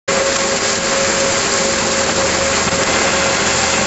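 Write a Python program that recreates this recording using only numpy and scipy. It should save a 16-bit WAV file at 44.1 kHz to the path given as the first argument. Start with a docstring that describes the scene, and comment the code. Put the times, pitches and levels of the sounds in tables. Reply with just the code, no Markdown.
"""A rattling roar, a hiss and a whine start at once: a concrete mixer and pump running outdoors.
Steel parts shake to make the roar, wet gravel hisses in the turning drum, a gear whines, a shaft hums.
As the microphone moves toward the hopper, a low drone grows. Then the mix is heard churning there,
scraping the steel walls and dropping in lumps."""
import sys
import numpy as np
from scipy import signal
from scipy.fft import rfft, irfft
from scipy.io import wavfile
from scipy.ndimage import uniform_filter1d

SR = 44100
rng = np.random.default_rng(int(sys.argv[2]) if len(sys.argv) > 2 else 0)


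def pcm_store(signal):
    """Save signal as 16-bit PCM."""
    levels = np.round(np.clip(np.atleast_2d(signal), -1, 1) * 32767)
    wavfile.write(sys.argv[1], SR, levels.astype(np.int16).T)


N = 170226


def undb(db):
    """Turn decibels into a number to multiply a sound by."""
    return 10 ** (np.asarray(db) / 20)


def unit(x):
    """Scale a signal so that its typical swing is 1."""
    return x / np.std(x)


def curve(rows):
    """A volume that glides through (time_s, level_db) points."""
    return undb(np.interp(np.arange(N) / SR, *np.array(rows).T))


def bump(middle_s, half_width_s):
    """A smooth rise and fall around one moment."""
    return np.exp(-2 * ((np.arange(N) / SR - middle_s) / half_width_s) ** 2)


def swelling(levels, swells):
    """A gliding volume with the power of short swells added to it."""
    extra_power = sum((undb(db) * bump(at, half_width)) ** 2 for at, half_width, db in swells)
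    return np.sqrt(curve(levels) ** 2 + extra_power)


def strike(start_s, decay_s):
    """A volume that jumps up and dies away."""
    age = np.arange(N) / SR - start_s
    return (age > 0) * np.exp(-np.abs(age) / decay_s)


def walk(per_s):
    """A smooth random wobble of typical size 1, with per_s new turns a second."""
    hold = int(SR / per_s)
    steps = np.repeat(rng.standard_normal(N)[:N // hold + 1], hold)
    return unit(uniform_filter1d(uniform_filter1d(steps, hold), hold)[:N])


def colour(x, points):
    """Set the balance of low and high pitches from (pitch_hz, relative_db) points."""
    hz, db = np.array(points).T
    freqs = np.maximum(np.fft.rfftfreq(N, 1 / SR), 1)
    gain = undb(np.interp(np.log(freqs), np.log(hz), db))
    return unit(irfft(rfft(x) * gain, N))


def resonance(pitch_hz, width_hz):
    """Something shaken at random rings near one pitch; a smaller width gives a purer note."""
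    offset = (np.fft.rfftfreq(N, 1 / SR) - pitch_hz) / (width_hz / 2)
    return unit(irfft(rfft(rng.standard_normal(N)) / (1 + 1j * offset) ** 2, N))


def knocks(per_s, spread_db, ring_s):
    """Many tiny hits of uneven strength, each a fading burst of noise."""
    hits = (rng.random(N) < per_s / SR) * rng.choice([-1, 1], N)
    strength = undb(spread_db * np.minimum(rng.exponential(size=N), 4))
    energy = signal.lfilter([1], [1, -np.exp(-2 / (ring_s * SR))], (hits * strength) ** 2)
    return unit(np.sqrt(energy) * rng.standard_normal(N))


def flicker(x, depth_db, per_s):
    """Each octave of the sound gets louder and softer on its own."""
    octave = np.log2(np.clip(np.fft.rfftfreq(N, 1 / SR), 125, 8000) / 125)
    spectrum = rfft(x)
    bands = (irfft(spectrum * np.maximum(1 - abs(octave - k), 0), N) for k in range(7))
    return unit(sum(band * undb(depth_db * walk(per_s)) for band in bands))


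def echoes(x, count=12, total_db=-14, longest_s=0.016):
    """Sound bounces off the drum, hopper and ground and arrives again a little later."""
    samples, mixed = np.arange(N), x
    for delay, flip in rng.random((count, 2)):
        delayed = np.interp(samples - longest_s * delay * SR, samples, x)
        mixed = mixed + np.sign(flip - .5) * undb(total_db) / np.sqrt(count) * delayed
    return unit(mixed)


def nearness(halfway_s=1.6, ease_s=0.97):
    """Where the microphone is: 0 beside the drum, 1 at the hopper."""
    return .5 + .5 * np.tanh((np.arange(N) / SR - halfway_s) / ease_s)


def drone():
    """A low wavering tone, loudest close to the hopper."""
    # loudness of the drone: time_s, level_db
    levels = [(0, -55.5), (1.9, -40), (2.15, -34.5), (2.5, -34), (3.0, -36), (3.85, -36)]
    pitch_hz = 80.2 * (1 + 0.021 * walk(per_s=4))
    tone = np.sqrt(2) * np.sin(2 * np.pi * np.cumsum(pitch_hz) / SR)
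    return tone * curve(levels) * undb(-0.5 * walk(per_s=10))


def shaft_hum(shaft_angle):
    """The shaft hums at multiples of its turning speed, deeper and rougher toward the hopper."""
    # the weaker hum tones: cycles_per_turn, drum_level_db, hopper_level_db
    tones = [(2, -45, -50), (5, -52.5, -38), (7, -42, -38.5), (8, -46, -36), (9, -34, -36),
             (18, -37.5, -41.5), (24, -49, -38.5), (36, -47.5, -42.5)]
    # loudness of the strongest hum tone: time_s, level_db
    strongest_levels = [(.08, -27), (.18, -30.5), (.3, -30), (.38, -43), (.53, -28), (.58, -35),
                        (.65, -26.5), (.76, -27.5), (.86, -37), (.94, -28), (1.05, -32), (1.2, -36.5),
                        (1.26, -30), (1.32, -36), (1.42, -27.5), (1.6, -28.5), (1.9, -35), (2.2, -30.5),
                        (2.5, -34), (2.8, -31), (3.3, -33), (3.43, -28), (3.63, -36), (3.85, -33)]
    waver_db, shake_db = 2.0, 2.0
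    near = nearness()
    hum = curve(strongest_levels) * np.sin(16 * shaft_angle)
    for cycles, drum_db, hopper_db in tones:
        level_db = drum_db + (hopper_db - drum_db) * near + waver_db * walk(per_s=6.1)
        hum += undb(level_db) * np.sin(cycles * shaft_angle + 2 * np.pi * rng.random())
    return np.sqrt(2) * hum * undb(shake_db * near * walk(per_s=30))


def gear_whine(shaft_angle):
    """Gear teeth meet fast enough to make a note, which swells once with each turn of the shaft."""
    # loudness of the whine: time_s, level_db
    levels = [(.08, -27), (.14, -18.5), (.29, -19), (.335, -27), (.39, -22), (.47, -24), (.55, -21),
              (.6, -35), (.66, -24), (.74, -31), (.78, -25.5), (.88, -24), (.95, -19), (1.03, -19),
              (1.08, -25), (1.22, -20.5), (1.35, -22.5), (1.49, -29.5), (1.55, -23.5), (1.63, -23),
              (1.7, -19), (1.76, -27), (1.8, -22), (1.84, -32), (1.9, -24.5), (2.01, -20.5), (2.1, -29),
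              (2.18, -20.5), (2.26, -19.5), (2.29, -32), (2.37, -30), (2.42, -20.5), (2.53, -23),
              (2.58, -33), (2.69, -28), (2.73, -21), (2.81, -22), (2.87, -34), (2.95, -24), (3.0, -28),
              (3.06, -20.5), (3.11, -33), (3.17, -19), (3.27, -21), (3.38, -33), (3.52, -26.5), (3.6, -29),
              (3.75, -24), (3.85, -35)]
    # rough tones on and above the note: pitch_multiple, level_db, width_hz
    overtones = [(1, -39, 36), (2, -33.5, 40), (3, -34, 36)]
    tooth_hz, hopper_fade_db = 544.3, -1
    pitch_hz = tooth_hz * (1 + 0.001 * walk(per_s=5) + 0.0015 * walk(per_s=60))
    swing = (1 + 0.11 * np.sin(shaft_angle)) * undb(0.5 * walk(per_s=35))
    tone = np.sqrt(2) * np.sin(2 * np.pi * np.cumsum(pitch_hz) / SR)
    rough = sum(undb(db) * resonance(multiple * tooth_hz, width) for multiple, db, width in overtones)
    return tone * curve(levels) * swing + rough * undb(hopper_fade_db * nearness())


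def hopper():
    """The mix churns, scrapes, rings the steel walls and drops in lumps; stones tick on the grate."""
    # tone of the churning: pitch_hz, relative_db
    churn_tone = [(130, -15), (300, -1), (500, -2.5), (800, 1), (1150, -4), (1400, 0.5), (1750, -4),
                  (2080, -2.5), (2350, -6), (2700, 0), (3000, -11), (3400, -3.5), (3900, -23.5),
                  (8000, -32)]
    # loudness of the churning: time_s, level_db
    churn_levels = [(0, -36), (2.5, -51.5), (2.84, -26), (2.93, -21), (3.12, -21), (3.3, -22),
                    (3.85, -20.5)]
    # the mix scraping on steel: middle_s, half_width_s, level_db
    scrapes = [(.105, .025, -23), (.195, .02, -23), (.665, .025, -25), (1.265, .02, -24), (2.095, .02, -24),
               (2.285, .03, -24), (2.683, .016, -16.5), (2.728, .02, -21), (2.945, .02, -23),
               (3.085, .04, -23), (3.468, .025, -23)]
    # notes of the walls, set against the churning: pitch_hz, width_hz, relative_db
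    wall_notes = [(781, 21, -13.5), (882, 49, -15), (1032, 40, -17), (1110, 28, -14), (1399, 49, -15.5),
                  (2075, 28, -11)]
    # falling lumps: start_s, level_db
    lumps = [(2.67, -19), (2.729, -17), (2.778, -22), (2.815, -18.5), (3.412, -17)]
    # stones hitting the grate: start_s, level_db
    stones = [(.326, -16), (.345, -16), (.363, -11), (.755, -15), (.894, -17), (2.347, -12), (2.834, -12)]
    walls = sum(undb(db) * resonance(hz, width) for hz, width, db in wall_notes)
    thuds = resonance(pitch_hz=213, width_hz=110)
    thuds *= sum(undb(db) * strike(at, decay_s=0.012) for at, db in lumps)
    ticks = resonance(pitch_hz=5600, width_hz=6500)
    ticks *= sum(undb(db) * strike(at, decay_s=0.004) for at, db in stones)
    churn = colour(knocks(per_s=2300, spread_db=2.5, ring_s=0.0015), churn_tone)
    return (churn + walls) * swelling(churn_levels, scrapes) + thuds + ticks


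def gravel_hiss():
    """Wet gravel rubs and taps against the drum, and now and then slides."""
    # tone of the hiss: pitch_hz, relative_db
    hiss_tone = [(500, -29.5), (2000, -5), (3000, -5), (3700, -6), (4400, -0.5), (5000, -2), (5800, -3.5),
                 (6400, -1.5), (6900, 1.5), (7500, 3.5), (8000, -12)]
    # loudness of the hiss: time_s, level_db
    levels = [(.08, -19.5), (.55, -20), (.68, -18), (.8, -20.5), (.9, -19.5), (1.55, -18.5), (2.1, -20),
              (2.6, -19.5), (3.2, -20), (3.68, -18), (3.85, -20.5)]
    # short slides of gravel: middle_s, half_width_s, level_db
    slides = [(.358, .025, -22), (.545, .012, -24), (.65, .015, -23), (.703, .02, -20), (.765, .018, -24),
              (.875, .025, -23), (1.52, .025, -25), (2.565, .015, -25), (2.83, .013, -24)]
    rubbing = rng.standard_normal(N)
    grit = undb(-1) * knocks(per_s=2400, spread_db=2.5, ring_s=0.001)
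    hiss = colour(echoes(rubbing + grit), hiss_tone)
    return flicker(hiss, depth_db=0.87, per_s=45) * swelling(levels, slides)


def machinery_roar(shaft_angle):
    """Steel parts roar and rattle, throbbing with the shaft, while the machine's casings ring."""
    # tone of the roar: pitch_hz, relative_db
    roar_tone = [(20, -9.5), (38, -11.5), (60, -7), (100, -1.5), (170, -2.5), (280, 0.5), (450, 1.5),
                 (750, -0.5), (1300, -0.5), (1900, -1.5), (2500, -5.5), (3200, -12.5), (5000, -19),
                 (8000, -31.5)]
    # loudness of the roar: time_s, level_db
    levels = [(.08, -19.5), (.25, -20.5), (.55, -21), (.78, -21.5), (.95, -19), (1.6, -20.5), (2.0, -20),
              (2.26, -18.5), (2.5, -20), (2.82, -19.5), (2.95, -19), (3.12, -21), (3.35, -21), (3.85, -27)]
    # notes of the casings: pitch_hz, width_hz, level_db
    casing_notes = [(202, 38, -37.5), (340.6, 2.7, -41), (355.6, 6, -39), (522, 4.1, -34.5),
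                    (2010, 250, -41.5)]
    rush = rng.standard_normal(N)
    rattle = undb(-9) * knocks(per_s=430, spread_db=2, ring_s=0.0026)
    throb = 1 + 0.055 * np.sin(shaft_angle)
    roar = colour(echoes((rush + rattle) * throb), roar_tone)
    roar = flicker(roar, depth_db=1.12, per_s=35)
    ringing = sum(undb(db) * resonance(hz, width) for hz, width, db in casing_notes)
    return roar * curve(levels) * undb(0.27 * walk(per_s=25)) + ringing


def scene():
    """All parts of the machine at one microphone; one shaft ties hum, whine and roar together."""
    turns_per_s = 24.89 * (1 + 0.002 * walk(per_s=2.96))
    shaft_angle = 2 * np.pi * np.cumsum(turns_per_s) / SR
    machine = shaft_hum(shaft_angle) + gear_whine(shaft_angle) + machinery_roar(shaft_angle)
    return (machine + gravel_hiss() + hopper() + drone())[None]


def record(dry):
    """The sound starts abruptly, dips briefly a few times and lacks the highest treble."""
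    # brief drops in loudness: middle_s, half_width_s, change_db
    dips = [(.245, .02, -3), (.379, .01, -4), (.598, .022, -3.5), (.81, .025, -2), (2.14, .018, -3),
            (2.702, .014, -8), (2.851, .018, -5.5)]
    start_s, fade_in_s, top_hz = 0.0762, 0.0094, 7680
    opening = np.clip((np.arange(N) / SR - start_s) / fade_in_s, 0, 1)
    dipping = undb(sum(db * bump(at, half_width) for at, half_width, db in dips))
    treble_cut = signal.ellip(14, .1, 80, top_hz, fs=SR, output="sos")
    return signal.sosfilt(treble_cut, dry * opening * dipping)


dry = scene()
out = record(dry)
pcm_store(out)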